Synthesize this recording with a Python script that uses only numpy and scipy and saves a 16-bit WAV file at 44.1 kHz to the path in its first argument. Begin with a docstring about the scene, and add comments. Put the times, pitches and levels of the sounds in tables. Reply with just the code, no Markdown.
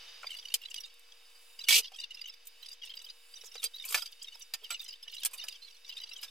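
"""Squeaks, clinks and crunches: a small dog noses and chews dry kibble in a bowl a few steps away.
Pieces slip on the glaze and ring the bowl; teeth rasp and crack them; the bowl is shoved
across the hard kitchen floorboards. Behind it, a thin hiss rings in the same bands as the bowl
and a fridge hums faintly. Heard through a phone's two microphone ports and noise suppressor."""
import sys
import numpy as np
from scipy import signal
from scipy.fft import rfft, irfft
from scipy.io import wavfile
from scipy.ndimage import uniform_filter1d

SR = 44100
rng = np.random.default_rng(int(sys.argv[2]) if len(sys.argv) > 2 else 0)


def waveform_to_disk(signal):
    """Save audio, clipped to [-1, 1], as 16-bit WAV at the path in sys.argv[1]."""
    frames = np.transpose(np.atleast_2d(signal))
    scaled = np.clip(frames, -1, 1) * 32767
    samples = np.round(scaled).astype(np.int16)
    wavfile.write(sys.argv[1], SR, samples)


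N = 278138
BAND_LIMIT_HZ = 16500
# bowl resonances: freq_hz, width_hz, level_db
BOWL_MODES = [(2144, 64, 2), (2860, 28, -8.5), (3044, 250, 6), (3920, 180, -9.5), (3853, 13, 4),
              (4836, 80, -8), (5030, 200, -18), (5500, 32, -41), (5596, 680, 12.5), (6000, 280, -54)]


def amp(db):
    return 10 ** (np.asarray(db) / 20)


def unit_rms(x):
    return x / np.sqrt(np.mean(x ** 2) + 1e-20)


def curve_at(points, hz):
    """Interpolate (freq_hz, value) points over log frequency."""
    f, value = np.transpose(points)
    return np.interp(np.log(hz + 1), np.log(f + 1), value)


def add(mix, start_s, sound):
    part = mix[max(round(start_s * SR), 0):][:len(sound)]
    part += sound[:len(part)]


def resonances(modes, hz):
    """Magnitude of (freq_hz, width_hz, level_db) peaks, summed in power."""
    return np.sqrt(sum(amp(db) ** 2 / (1 + (2 * (hz - f) / width) ** 2) for f, width, db in modes))


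def filtered(x, gain_at_hz):
    return irfft(rfft(x) * gain_at_hz(np.fft.rfftfreq(len(x), 1 / SR)), len(x))


def crunch_noise(lo_hz, hi_hz, grit_db):
    """A dense hail of tiny, uneven fractures in one band, at unit rms."""
    # fracture spectrum: freq_hz, density_db
    spectrum = [(59, -52), (100, -66), (466, -21.5), (1910, -13.5), (2310, 1.5), (3320, 0), (3620, -4.5),
                (4780, 0), (7330, -3.5), (9270, -2), (10300, -7.5), (14800, -3), (16500, -49)]
    noise = rng.standard_normal(N)
    grain = amp(grit_db * uniform_filter1d(rng.standard_normal(N), size=30) * np.sqrt(30))
    passband = lambda hz: 1 / np.sqrt((1 + (lo_hz / (hz + 1)) ** 8) * (1 + (hz / hi_hz) ** 8))
    return unit_rms(filtered(noise * grain, lambda hz: amp(curve_at(spectrum, hz)) * passband(hz)))


def ring(width_ms, hz, peak_db, glide_hz_per_ms, phase_turns):
    """A note that swells, slides and fades within 60 ms, peaking 20 ms in."""
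    t = np.arange(-.02, .04, 1 / SR)
    half_width_s = np.where(t < 0, .8, 1.1) * (width_ms + 1.8) / 1000 / 2
    envelope = amp(peak_db) / np.cosh(0.84 * t / half_width_s) ** 2
    return envelope * np.sin(2 * np.pi * (hz * t + 500 * glide_hz_per_ms * t ** 2 + phase_turns))


def fridge():
    """Steady hum lines whose phases wander."""
    # hum lines: freq_hz, rms_db
    lines = [(479.1, -78.5), (1082, -89), (1620, -81.5), (1744, -85.5), (1954, -100), (2213, -85),
             (2277, -75), (2616, -69.5)]
    t = np.arange(N) / SR
    wander_rad = np.cumsum(rng.standard_normal((len(lines), N)), axis=1) * 0.0081
    return sum(np.sqrt(2) * amp(db) * np.sin(2 * np.pi * hz * t + phase)
               for (hz, db), phase in zip(lines, wander_rad))


def hiss():
    """Broad noise with narrow rings on top; body and treble levels drift separately."""
    # broad spectrum: freq_hz, density_db
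    floor = [(30, -13.5), (60, -17.5), (110, -25.5), (170, -48), (260, -25), (400, -20.5), (470, -16.5),
             (1800, -10), (2600, -6), (3750, -6.5), (4240, -8), (4800, -3), (6600, -13.5), (14200, -17.5),
             (16500, -22.5)]
    # narrow peaks: freq_hz, width_hz, relative_db
    rings = [(2390, 19, -41), (2950, 2.7, -7), (2934, 88, -2), (3414, 15, -21.5), (3694, 27, 4),
             (4850, 24, 2), (5230, 120, -37), (5960, 230, -20), (7300, 77, -9), (9650, 300, -8),
             (10400, 67, -17), (10860, 28, -3.5)]
    # level drift: time_s, body_db, treble_db
    drift = [(0.0, -51, -66), (0.65, -57, -64.5), (0.93, -58, -67), (1.51, -57.5, -60.5),
             (1.79, -60.5, -63.5), (2.12, -57, -76), (2.3, -59.5, -72), (2.6, -56, -62.5),
             (2.82, -58.5, -72), (3.28, -58.5, -60.5), (3.83, -58, -63.5), (4.49, -58.5, -64.5),
             (4.86, -56.5, -65.5), (5.12, -61, -72), (5.33, -54, -63), (5.7, -59.5, -64.5),
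             (6.11, -56.5, -68), (6.3, -56.5, -62)]
    spectrum = lambda hz: amp(curve_at(floor, hz)) * np.hypot(1, amp(12) * resonances(rings, hz))
    noise = filtered(rng.standard_normal(N), spectrum)
    treble = filtered(noise, lambda hz: hz > 6700)
    time_s, body_db, treble_db = np.transpose(drift)
    t = np.arange(N) / SR
    return (unit_rms(noise - treble) * amp(np.interp(t, time_s, body_db))
            + unit_rms(treble) * amp(np.interp(t, time_s, treble_db)))


def board_shake(eating):
    """The boards rumble faintly under loud blows."""
    running_rms = np.sqrt(abs(uniform_filter1d(eating ** 2, size=600)))
    return amp(-45.5) * running_rms * crunch_noise(44, 136, grit_db=5)


def bowl_shove_gain():
    """Envelope of the bowl scraping along the boards, zero between shoves."""
    # one curve per shove: time_s, level_db
    shoves = [
        [(1.685, -24), (1.75, -26), (1.795, -33.5), (1.812, -57)],
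        [(3.62, -45), (3.644, -42), (3.68, -64)],
        [(3.84, -50), (3.962, -36), (4.08, -57)],
    ]
    gain = np.zeros(N)
    for shove in shoves:
        time_s, level_db = np.transpose(shove)
        t = np.arange(time_s[0], time_s[-1], 1 / SR)
        add(gain, time_s[0], amp(np.interp(t, time_s, level_db)))
    return gain


def tooth_rasps():
    """Kibble rubs on teeth: grainy treble puffs, each with four thin rings."""
    # rasps: start_s, peak_db, centre_hz
    rasps = [(0.223, -46, 7340), (0.3042, -42, 8600), (0.32, -53, 7140), (0.3674, -43.5, 9400),
             (0.613, -45, 13800), (0.7013, -40.5, 7100), (0.7625, -50, 10200), (0.802, -41, 11800),
             (0.854, -43, 7600), (1.59, -61, 14300), (1.6382, -49, 10200), (1.962, -42, 7850),
             (2.0009, -38.5, 8000), (2.1043, -46.5, 7100), (2.145, -46, 9600), (2.2118, -47, 10100),
             (2.2755, -42.5, 14100), (2.335, -50, 14600), (2.623, -47, 13900), (2.657, -45, 10600),
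             (2.6873, -42, 9400), (2.7175, -46, 11600), (2.7294, -44, 7200), (2.8504, -41, 8650),
             (2.8883, -48, 14900), (2.9527, -43.5, 13700), (3.017, -44.5, 8000), (3.045, -41.5, 13200),
             (3.4096, -55, 10800), (3.443, -45, 6660), (3.4565, -38.5, 6240), (3.5433, -45, 7150),
             (3.5813, -54, 11200), (3.5987, -49, 9200), (3.7524, -42.5, 13700), (3.8212, -43.5, 8340),
             (4.116, -44, 10600), (4.2258, -32, 6540), (4.3924, -40, 9500), (4.418, -41, 7200),
             (4.636, -43.5, 13500), (4.7353, -43, 7900), (4.7926, -46, 14600), (4.812, -39.5, 13800),
             (4.8385, -37, 8600), (4.8803, -38.5, 7000), (4.9247, -47, 14600), (5.0265, -42, 11100),
             (5.114, -43.5, 14000), (5.1417, -40.5, 8200), (5.1816, -53, 10600), (5.1986, -41.5, 9800),
             (5.3745, -38.5, 10000), (5.467, -50, 7200), (5.5194, -46, 10100), (5.887, -43, 14200),
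             (5.9714, -44, 7350), (6.0102, -43.5, 14500), (6.0935, -46.5, 8600), (6.133, -47, 12800),
             (6.1725, -43, 7520), (6.2123, -41, 11600)]
    out, t = np.zeros(N), np.arange(1600) / SR
    swell = (t / .005) * np.exp(1 - t / .005)
    for (start_s, peak_db, centre_hz), draws in zip(rasps, rng.random((len(rasps), 4, 3))):
        peaks = [(centre_hz, 900, 0), (centre_hz, 7000, -9)]
        puff = filtered(rng.standard_normal(len(t)), lambda hz: (hz > 5000) * resonances(peaks, hz))
        grain = amp(25 * uniform_filter1d(rng.standard_normal(len(t)), size=50))
        rasp = puff * grain * swell
        add(out, start_s - .001, amp(peak_db) * rasp / abs(rasp).max())
        for lag, length, pitch in draws:
            note = ring(3 + 6 * length, 6500 + 8000 * pitch, peak_db - 19.5, 40 * (length - lag), lag)
            add(out, start_s - .015 + 0.0061 * lag, note)
    return out


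def cracks_and_shoves():
    """Each crack is a three-band burst, a hollow knock and a note; shoves feed the upper two bands."""
    # bites and knocks: start_s, body_db, knock_db, knock_hz, treble_db, ring_hz, decay_ms
    cracks = [(0.2314, -62, -36.5, 1410, -66, 2430, 15), (0.242, -61, -39, 1080, -61, 2420, 30),
              (0.5397, -21.5, -52, 473, -19.5, 3076, 49), (0.7426, -24, -77, 1560, -27.5, 3280, 12),
              (0.9394, -54, -82, 476, -49, 3740, 31), (0.9934, -64, -86, 479, -45, 2680, 21),
              (1.6851, -20.5, -35.5, 1890, -29, 2257, 92), (1.7057, -22, -35.5, 1800, -33, 3370, 87),
              (1.7234, -20, -44, 1800, -29, 2254, 87), (1.7404, -21.5, -55, 1860, -40, 2348, 82),
              (1.7543, -24, -46, 461.6, -26.5, 2820, 230), (1.7794, -29.5, -47.5, 438, -28, 2925, 103),
              (1.918, -47, -52.5, 774, -52.5, 2860, 51), (2.47, -47, -89, 468, -40.5, 14800, 44),
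              (2.452, -71, -76, 464, -50, 4900, 98), (3.436, -49, -49.5, 463, -66, 3830, 29),
              (3.5533, -36.5, -43.5, 473, -45, 2420, 28), (3.629, -37.5, -54, 1320, -42, 3260, 49),
              (3.6391, -30, -47.5, 462, -27, 9200, 63), (3.8508, -59, -55, 1055, -37.5, 14400, 70),
              (3.887, -67, -56, 1080, -39.5, 4610, 120), (3.906, -57, -50, 446, -33, 5440, 37),
              (3.923, -41, -46, 1160, -32, 12800, 47), (3.9439, -20.5, -24, 1733, -23, 2428, 48),
              (3.9741, -44, -44, 1444, -43, 4860, 75), (4.0208, -48, -47.5, 1370, -41, 4950, 50),
              (4.058, -38, -58, 1700, -44.5, 4820, 47), (4.3536, -53, -54.5, 913, -47.5, 2890, 36),
              (4.5365, -29, -44, 1813, -30, 4830, 57.5), (4.621, -64, -57, 446, -67, 3200, 97),
              (4.704, -33.5, -40, 1387, -36.5, 7990, 83), (5.064, -69, -56.5, 1790, -71, 3000, 56),
              (5.2336, -26.5, -46, 1660, -26.5, 3270, 16), (5.249, -27, -41.5, 1680, -17, 8430, 23.5),
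              (5.2566, -25.5, -44, 1644, -23, 9400, 44), (5.3106, -63, -63, 1050, -51.5, 9150, 130),
              (5.3328, -48, -54.5, 1063, -39, 2460, 140), (5.438, -67, -48, 1706, -44, 4820, 91),
              (5.4834, -28.5, -84.5, 1800, -33, 2890, 25), (6.2283, -40.5, -50.5, 1658, -40.5, 5050, 126)]
    thud, body, treble, tones = np.zeros((4, N))
    t = np.arange(0, .15, 1 / SR)
    attack = lambda rise_s: 1 - np.exp(-t / rise_s)
    for start_s, body_db, knock_db, knock_hz, treble_db, ring_hz, decay_ms in cracks:
        fall_db = -60 * t / (decay_ms / 1000) - 60 * (t / 0.085) ** 3
        knock = amp(knock_db + 0.59 * fall_db) * attack(0.00066)
        add(thud, start_s, amp(-3.5) * knock)
        add(tones, start_s, knock * np.sin(2 * np.pi * knock_hz * t))
        add(body, start_s, amp(body_db + fall_db) * attack(0.0019))
        add(treble, start_s, amp(treble_db + 1.16 * fall_db) * attack(0.0012))
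        ring_db = body_db + 4.5 if ring_hz < 6500 else treble_db + 6.5
        ring_gain = amp(ring_db + 1.47 * fall_db) * attack(0.0018)
        add(tones, start_s, ring_gain * np.sin(2 * np.pi * ring_hz * t))
    shove = bowl_shove_gain()
    return (tones + thud * crunch_noise(297, 1630, grit_db=4)
            + (body + amp(-7) * shove) * crunch_noise(2050, 6600, grit_db=2.2)
            + (treble + amp(-6.5) * shove) * crunch_noise(7670, 16000, grit_db=0.5))


def squeak(width_ms, pitch_hz, level_db, glide_hz_per_ms_per_khz, draws, skip_hz=0):
    """A piece slips on the glaze: all multiples of the slip rate slide together."""
    # overtone envelope: freq_hz, level_db
    spectrum = [(1300, -25), (2100, -14), (2900, 1), (3800, -2.5), (4850, -5.5), (5700, -5.5), (7200, -20),
                (9500, -19.5), (13000, -22), (16000, -31)]
    spread_db = 13
    harmonics_hz = pitch_hz * np.arange(1, len(draws) + 1)
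    return sum(ring(width_ms, hz, level_db + curve_at(spectrum, hz) - spread_db * cut,
                    glide_hz_per_ms_per_khz * hz / 1000, phase)
               for hz, (cut, phase) in zip(harmonics_hz, draws)
               if hz < BAND_LIMIT_HZ and abs(hz - skip_hz) > 1)


def kibble_chatter(rate_per_s=100, width_ms=5.7, spread_db=14):
    """Jostled pieces: small squeaks at random times, at unit rms."""
    out = np.zeros(N)
    count = round(rate_per_s * N / SR)
    for draws, (when, cut, pitch, slide) in zip(rng.random((count, 14, 2)), rng.random((count, 4))):
        slip = squeak(width_ms, 920 + 900 * pitch ** 2, -spread_db * cut, 6.5 * (2 * slide - 1.3), draws)
        add(out, when * N / SR, slip)
    return unit_rms(out)


def muzzle_stir_gain(ramp_s=0.0053):
    """Envelope of the rattle as the muzzle stirs each mouthful."""
    # stirs: start_s, end_s, level_db
    stirs = [(0.247, 0.545, -76), (0.623, 0.92, -55.5), (1.6, 1.676, -52), (1.827, 1.888, -50),
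             (1.936, 2.064, -48.5), (2.1, 2.35, -56.5), (2.625, 2.753, -52.5), (2.826, 3.119, -57),
             (3.325, 3.61, -60), (3.733, 3.914, -57), (3.97, 4.15, -57.5), (4.182, 4.43, -56.5),
             (4.614, 4.97, -54), (5.022, 5.234, -55), (5.323, 5.58, -51), (5.62, 5.776, -55.5),
             (5.843, 6.314, -55)]
    t = np.arange(N) / SR
    return sum(amp(level_db) * np.clip(np.minimum(t - start_s, end_s - t) / ramp_s, 0, 1)
               for start_s, end_s, level_db in stirs)


def bowl_chord(width_ms, level_db, draws):
    """All bowl modes at once; where the piece lands sets their strengths and detunes them a little."""
    return sum(ring(width_ms * (0.19 + length), hz + 0.97 * width_hz * (2 * detune - 1),
                    level_db + .5 * mode_db - 22 * cut, 30 * (detune - length) - 6, length)
               for (hz, width_hz, mode_db), (length, detune, cut) in zip(BOWL_MODES, draws))


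def kibble_on_bowl():
    """Clinks of one loud ring, bowl modes, overtones, scratch and tick, over the stirred rattle."""
    # loudest squeaks: centre_s, width_ms, ring_hz, peak_db, glide_hz_per_ms, pitch_hz
    squeaks = [(0.2714, 5.9, 4784, -33.5, -13, 1200), (0.295, 3.9, 2750, -47, -22, 1380),
               (0.3072, 4.4, 3110, -37, 7, 780), (0.318, 6.9, 2940, -37, 12, 1480),
               (0.3323, 7.1, 2770, -43, 7, 1380), (0.343, 5.3, 2870, -38.5, -17, 1430),
               (0.3505, 6.4, 2880, -38.5, 4, 1450), (0.37, 6.8, 4640, -42, -21, 1160),
               (0.3891, 3.7, 4880, -40.0, -22, 970), (0.3973, 3.8, 4680, -43, -24, 1160),
               (0.43, 5, 3230, -45.5, -32, 1080), (0.4565, 5.2, 2945, -36.0, 2, 1460),
               (0.475, 5.0, 2980, -46.5, 23, 990), (0.4874, 4.7, 4590, -39, 0, 780),
               (0.5047, 4.8, 2810, -43, -27, 940), (0.5225, 5.6, 2890, -39, 16, 1450),
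               (0.6188, 4.9, 2830, -43, -17, 1400), (0.6382, 3.8, 2830, -40.5, -29, 960),
               (0.659, 4.2, 3940, -38, 7, 990), (0.688, 2.6, 3250, -44, -10, 1110),
               (0.715, 6.1, 2830, -39.5, 14, 1420), (0.7638, 2.6, 4830, -35.5, -25, 1610),
               (0.7834, 9.5, 2927, -34.5, -4.5, 1460), (0.8074, 4.0, 5640, -39, -14, 1110),
               (0.839, 4.9, 4820, -40.0, -21, 960), (0.848, 7.1, 3680, -41, 3, 920),
               (0.8568, 3.7, 3750, -46, -29, 1880), (1.1227, 2.6, 3320, -46.5, -24, 650),
               (1.5937, 4.6, 4890, -36.5, 5, 980), (1.616, 8, 3930, -40, 13, 1320),
               (1.6421, 4.6, 4850, -36, 9, 1210), (1.6777, 13, 2870, -37, -6, 1460),
               (1.825, 3.5, 2940, -42, 28, 980), (1.8358, 4.3, 4870, -40.5, 0, 970),
               (1.8455, 5.6, 4640, -42.0, -19, 930), (1.8567, 6.5, 2960, -44, 34, 980),
               (1.8742, 6.7, 4840, -45, 7, 970), (1.9413, 10, 3240, -45.5, 8, 1080),
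               (1.9623, 3.6, 3260, -42, -32, 1090), (2.003, 5.4, 4800, -35.5, 20, 970),
               (2.016, 3.7, 3740, -39, -11, 1230), (2.0277, 5, 4070, -43.5, -14, 1350),
               (2.04, 13.1, 2830, -39.0, -7, 1420), (2.1105, 5.4, 2880, -37.5, -3, 1440),
               (2.1197, 2.8, 2950, -41.5, -24, 1460), (2.1482, 3.6, 5120, -37.5, -17, 1290),
               (2.174, 7.3, 2790, -42.5, -18, 1360), (2.196, 5.8, 2740, -42.5, -17, 1340),
               (2.217, 5.1, 4840, -34.5, -9, 1220), (2.2444, 5.4, 2950, -40, 2, 970),
               (2.26, 6.7, 2990, -39, 18, 1460), (2.2858, 5.2, 2850, -40.5, -21, 950),
               (2.298, 6.8, 5200, -40, -20, 1300), (2.3401, 3.4, 4930, -46, -11, 980),
               (2.6325, 7.5, 3970, -44.5, -19, 980), (2.65, 8.4, 3230, -49, -28, 1070),
               (2.6626, 4.2, 5160, -43.5, 27, 1030), (2.688, 3.6, 4830, -41.5, 22, 980),
               (2.7172, 5.6, 4800, -42, -25, 1210), (2.7312, 3.6, 4870, -42, 35, 1200),
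               (2.8224, 8.4, 3225, -42, 3, 1080), (2.8373, 11.4, 2930, -38.5, 6.5, 1460),
               (2.88, 7, 2730, -45, 17, 1380), (2.897, 3.1, 3120, -42, 31, 1050),
               (2.904, 9.8, 3185, -40.5, 10, 1070), (2.9204, 5.3, 3120, -44.5, -14, 1020),
               (2.942, 5.1, 3210, -40.5, -5, 1070), (2.974, 5.0, 4820, -38.5, -39, 960),
               (2.9927, 4.4, 4860, -43, -15, 970), (3.0024, 4.1, 2920, -48, -9, 970),
               (3.047, 7, 4870, -43, 42, 970), (3.068, 9.5, 3170, -44.5, -23, 1070),
               (3.0904, 4.6, 3760, -42.5, 19, 1240), (3.1023, 7.8, 4820, -41.5, 5, 700),
               (3.3427, 4.1, 4820, -41.5, 34, 1600), (3.361, 8.3, 5910, -45, -8, 2000),
               (3.3745, 7.7, 3730, -44, -8, 1860), (3.39, 6.5, 2940, -49.5, 1, 1470),
               (3.4141, 3.3, 5530, -43, -19, 1850), (3.447, 7.0, 5070, -47, -39, 1730),
               (3.461, 6.6, 6870, -53, -32, 1170), (3.478, 9.6, 5570, -47, -40, 1120),
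               (3.52, 5.6, 5650, -46, -33, 930), (3.545, 4.0, 5770, -43.0, -18, 970),
               (3.5563, 5.2, 2435, -40, -17, 1210), (3.567, 4.2, 4670, -41.5, 9, 1580),
               (3.5819, 5, 3950, -41, -10, 1980), (3.6012, 8.6, 3740, -42, -18, 1860),
               (3.6615, 13.7, 4800, -34, 6.5, 800), (3.746, 10.5, 3810, -39, 13, 1900),
               (3.7651, 5.0, 3960, -39.5, -16, 1980), (3.7862, 7, 4590, -43.5, 29, 930),
               (3.801, 5.7, 3730, -36.5, -14, 1860), (3.8121, 6.6, 3680, -43.5, 2, 1850),
               (3.8253, 6.1, 3640, -41.5, -28, 1210), (3.8432, 3.6, 2320, -40.5, 4, 760),
               (3.8544, 2.8, 2530, -41, 24, 840), (3.8864, 10, 4570, -40, 6, 1150),
               (3.9794, 10, 4840, -32, 12, 810), (3.9956, 4.8, 4890, -37, -1, 1620),
               (4.0099, 6.5, 3730, -43, -22, 940), (4.0235, 6.8, 4950, -33, -2, 1640),
               (4.0592, 7.7, 4850, -44, -13, 1220), (4.076, 4.5, 4820, -43, -19, 1620),
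               (4.1275, 6.4, 4780, -45, -28, 1200), (4.2219, 6, 4830, -39.5, 17, 1610),
               (4.2465, 2.8, 3200, -37.5, 6, 1070), (4.2755, 7.2, 3750, -43, 1, 1240),
               (4.2849, 6.1, 3710, -39.5, -15, 930), (4.327, 15, 2940, -45, 6, 1480),
               (4.352, 9.5, 5160, -42.5, -6, 1300), (4.4233, 11, 5900, -44.5, -42, 1490),
               (4.6467, 13, 3160, -41, -19, 1070), (4.6554, 3.0, 2960, -45.0, -22, 990),
               (4.666, 7.8, 2870, -46.5, -6, 970), (4.7115, 8.7, 2330, -36, 8, 780),
               (4.719, 18, 12800, -47, 5, 1600), (4.7236, 5, 2845, -44, -3, 720),
               (4.729, 17, 7900, -38.5, -7.5, 990), (4.7474, 8.3, 2860, -34, 3, 720),
               (4.7571, 4.3, 2740, -45, -19, 930), (4.766, 6.6, 2710, -44.0, -41, 1340),
               (4.7773, 4, 2650, -46.5, 6, 1320), (4.7967, 2.7, 4800, -38.5, -32, 1180),
               (4.8047, 5.6, 3690, -35, 2, 1230), (4.8308, 5.4, 3580, -46, -24, 1200),
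               (4.85, 4.4, 5770, -43.5, -48, 1140), (4.8834, 3.2, 5030, -41, -11, 1010),
               (4.8904, 4.8, 4970, -38.5, -25, 990), (4.9087, 5.1, 4880, -41.5, -22, 980),
               (4.9296, 5.8, 4880, -42.5, 14, 970), (4.9394, 3.8, 3070, -41.5, 22, 990),
               (5.0305, 6, 5200, -40, -25, 1040), (5.082, 6.3, 2950, -38.5, -15, 970),
               (5.1391, 3.2, 4960, -40, 4, 1220), (5.149, 8.8, 2870, -43.0, 0, 1430),
               (5.1687, 3.5, 2880, -38, 6, 950), (5.184, 7.2, 3970, -40.5, 30, 1320),
               (5.206, 6.7, 3170, -44, -30, 1070), (5.228, 2.9, 3700, -46, -28, 1880),
               (5.2362, 7.8, 3190, -37, 29, 810), (5.3445, 4.1, 2470, -43.5, -32, 1240),
               (5.3846, 5.9, 4660, -41.5, -21, 930), (5.394, 6.8, 2870, -44.5, -2, 960),
               (5.417, 10, 3690, -40, -10, 920), (5.4407, 8.7, 4900, -39.0, -9, 1220),
               (5.4968, 4.9, 4810, -42, 40, 960), (5.5097, 4.3, 3690, -47.5, -22, 920),
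               (5.5275, 5.1, 4820, -42, 19, 970), (5.5596, 10, 3160, -46.5, -18, 1600),
               (5.6226, 4.9, 4120, -46.0, 26, 2100), (5.6321, 9.0, 4140, -48, 9, 700),
               (5.6503, 9.0, 4300, -45, 21, 2150), (5.6751, 39, 4060, -52.5, -1.5, 820),
               (5.7281, 8.0, 4710, -54, -22, 1180), (5.7513, 13, 4250, -54, -4, 2120),
               (5.8505, 9.0, 3700, -50.5, -10, 1840), (5.8952, 2.8, 4880, -37, -7, 970),
               (5.9023, 5.1, 2970, -38, 3, 980), (5.9157, 3.5, 3140, -43.5, 26, 790),
               (5.927, 5.1, 2800, -40.5, 13, 700), (5.937, 3.1, 3150, -43.5, -33, 1610),
               (5.9713, 5, 3710, -36, -23, 1240), (5.9803, 3.3, 3730, -38, 26, 1220),
               (6.0038, 3.8, 3880, -41.5, 5, 990), (6.0195, 8.2, 3020, -41.0, -16, 970),
               (6.039, 5.6, 4820, -37, -18, 960), (6.094, 4.5, 4650, -42.5, 24, 780),
               (6.1168, 6.6, 2785, -42.5, 12, 1390), (6.1246, 4.8, 2760, -44, 2, 1380),
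               (6.135, 4.1, 5560, -39.5, -9, 1380), (6.1662, 8, 3210, -40.5, -22, 1080),
               (6.192, 11, 2960, -44, -2, 980)]
    clinks, strike = np.zeros((2, N))
    t = np.arange(900) / SR
    all_mode_draws = rng.random((len(squeaks), len(BOWL_MODES), 3))
    all_slip_draws = rng.random((len(squeaks), 16, 2))
    for row, mode_draws, slip_draws in zip(squeaks, all_mode_draws, all_slip_draws):
        centre_s, width_ms, ring_hz, peak_db, glide_hz_per_ms, pitch_hz = row
        note = ring(width_ms, ring_hz, peak_db, glide_hz_per_ms, mode_draws[0, 0])
        chord = bowl_chord(min(width_ms, 3.1), peak_db - 10.5, mode_draws)
        slip_hz = ring_hz / round(ring_hz / pitch_hz)  # puts the ring on a harmonic
        overtones = squeak(width_ms, slip_hz, peak_db - 4, glide_hz_per_ms * 1000 / ring_hz,
                           slip_draws, skip_hz=ring_hz)
        add(clinks, centre_s - .02, note + chord + overtones)
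        add(strike, centre_s - .003, amp(peak_db) * (t / 0.0054) * np.exp(1 - t / 0.0013))
    chatter = kibble_chatter()
    scratch = crunch_noise(1500, 9000, grit_db=3)
    tick = crunch_noise(7000, 16000, grit_db=4)
    rattle = muzzle_stir_gain() * (chatter + amp(-20) * scratch)
    return clinks + strike * (amp(-10.5) * scratch + amp(-7.5) * tick) + rattle


def kitchen(x, t60_s=0.056, tail_db=-9.5):
    """Add a short faint tail from cupboards and floor."""
    tail = rng.standard_normal(6000) * amp(-60 * np.arange(6000) / SR / t60_s)
    return x + amp(tail_db) * signal.oaconvolve(x, tail / np.linalg.norm(tail))[:N]


def microphone_ports(x, scatter_t60_s=.035, head_sway_hz=3):
    """Two ports share the bass; near surfaces scatter the treble, shifting as the head moves."""
    # left-right likeness: freq_hz, correlation
    likeness = [(60, .96), (600, .97), (1400, .85), (3000, .75), (6800, .3), (15000, -.15)]
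    # balance: freq_hz, left_minus_right_db
    balance = [(60, -1.5), (600, -0.1), (1400, 0), (4000, -2), (8000, -3.5), (15000, -2.5)]
    taps = rng.standard_normal((2, 1600)) * amp(-60 * np.arange(1600) / SR / scatter_t60_s)
    taps /= np.linalg.norm(taps[0])
    sway_rad = 2 * np.pi * head_sway_hz * np.arange(N) / SR
    scattered = signal.oaconvolve(x * [np.cos(sway_rad), np.sin(sway_rad)], taps, axes=1)[:, :N].sum(0)
    hz = np.fft.rfftfreq(N, 1 / SR)
    spread_rad = np.arccos(np.clip(curve_at(likeness, hz), -1, 1)) / 2
    mid, side = rfft(x) * np.cos(spread_rad), rfft(scattered) * np.sin(spread_rad)
    tilt = amp(curve_at(balance, hz) / 2)
    return irfft(np.array([(mid + side) * tilt, (mid - side) / tilt]), N)


def suppress_noise(x, memory_s=0.46, floor_db=-4):
    """Turn down bins far under their recent mean, so tails and gaps darken."""
    bins = signal.stft(x, nperseg=256, noverlap=192)[2]
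    power = uniform_filter1d((abs(bins) ** 2).mean(0), size=9, axis=0)
    power = uniform_filter1d(power, size=5, axis=1)
    capped = np.minimum(power, amp(5.5) * power.mean(1, keepdims=True))
    pole = np.exp(-64 / SR / memory_s)
    recent = signal.lfilter([1 - pole], [1, -pole], capped, axis=1)
    gain = np.clip(1 - 0.1 * recent / (power + 1e-20), amp(floor_db), 1)
    return signal.istft(bins * gain, nperseg=256, noverlap=192)[1][:, :N]


def scene():
    """The eating dog in the kitchen over hiss and hum, in stereo."""
    highpass = signal.butter(6, 390, "high", fs=SR, output="sos")
    eating = signal.sosfilt(highpass, kibble_on_bowl() + tooth_rasps() + cracks_and_shoves())
    return microphone_ports(kitchen(eating) + board_shake(eating) + hiss() + fridge())


def record(dry):
    """Noise suppressor, soft limiter, band limit and the converter's steady bias."""
    ceiling, bias = .4, -.001
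    limited = ceiling * np.tanh(suppress_noise(dry) / ceiling)
    lowpass = signal.firwin(511, BAND_LIMIT_HZ, window=("kaiser", 9), fs=SR)
    return signal.oaconvolve(limited, lowpass[None], "same") + bias


dry = scene()
out = record(dry)
waveform_to_disk(out)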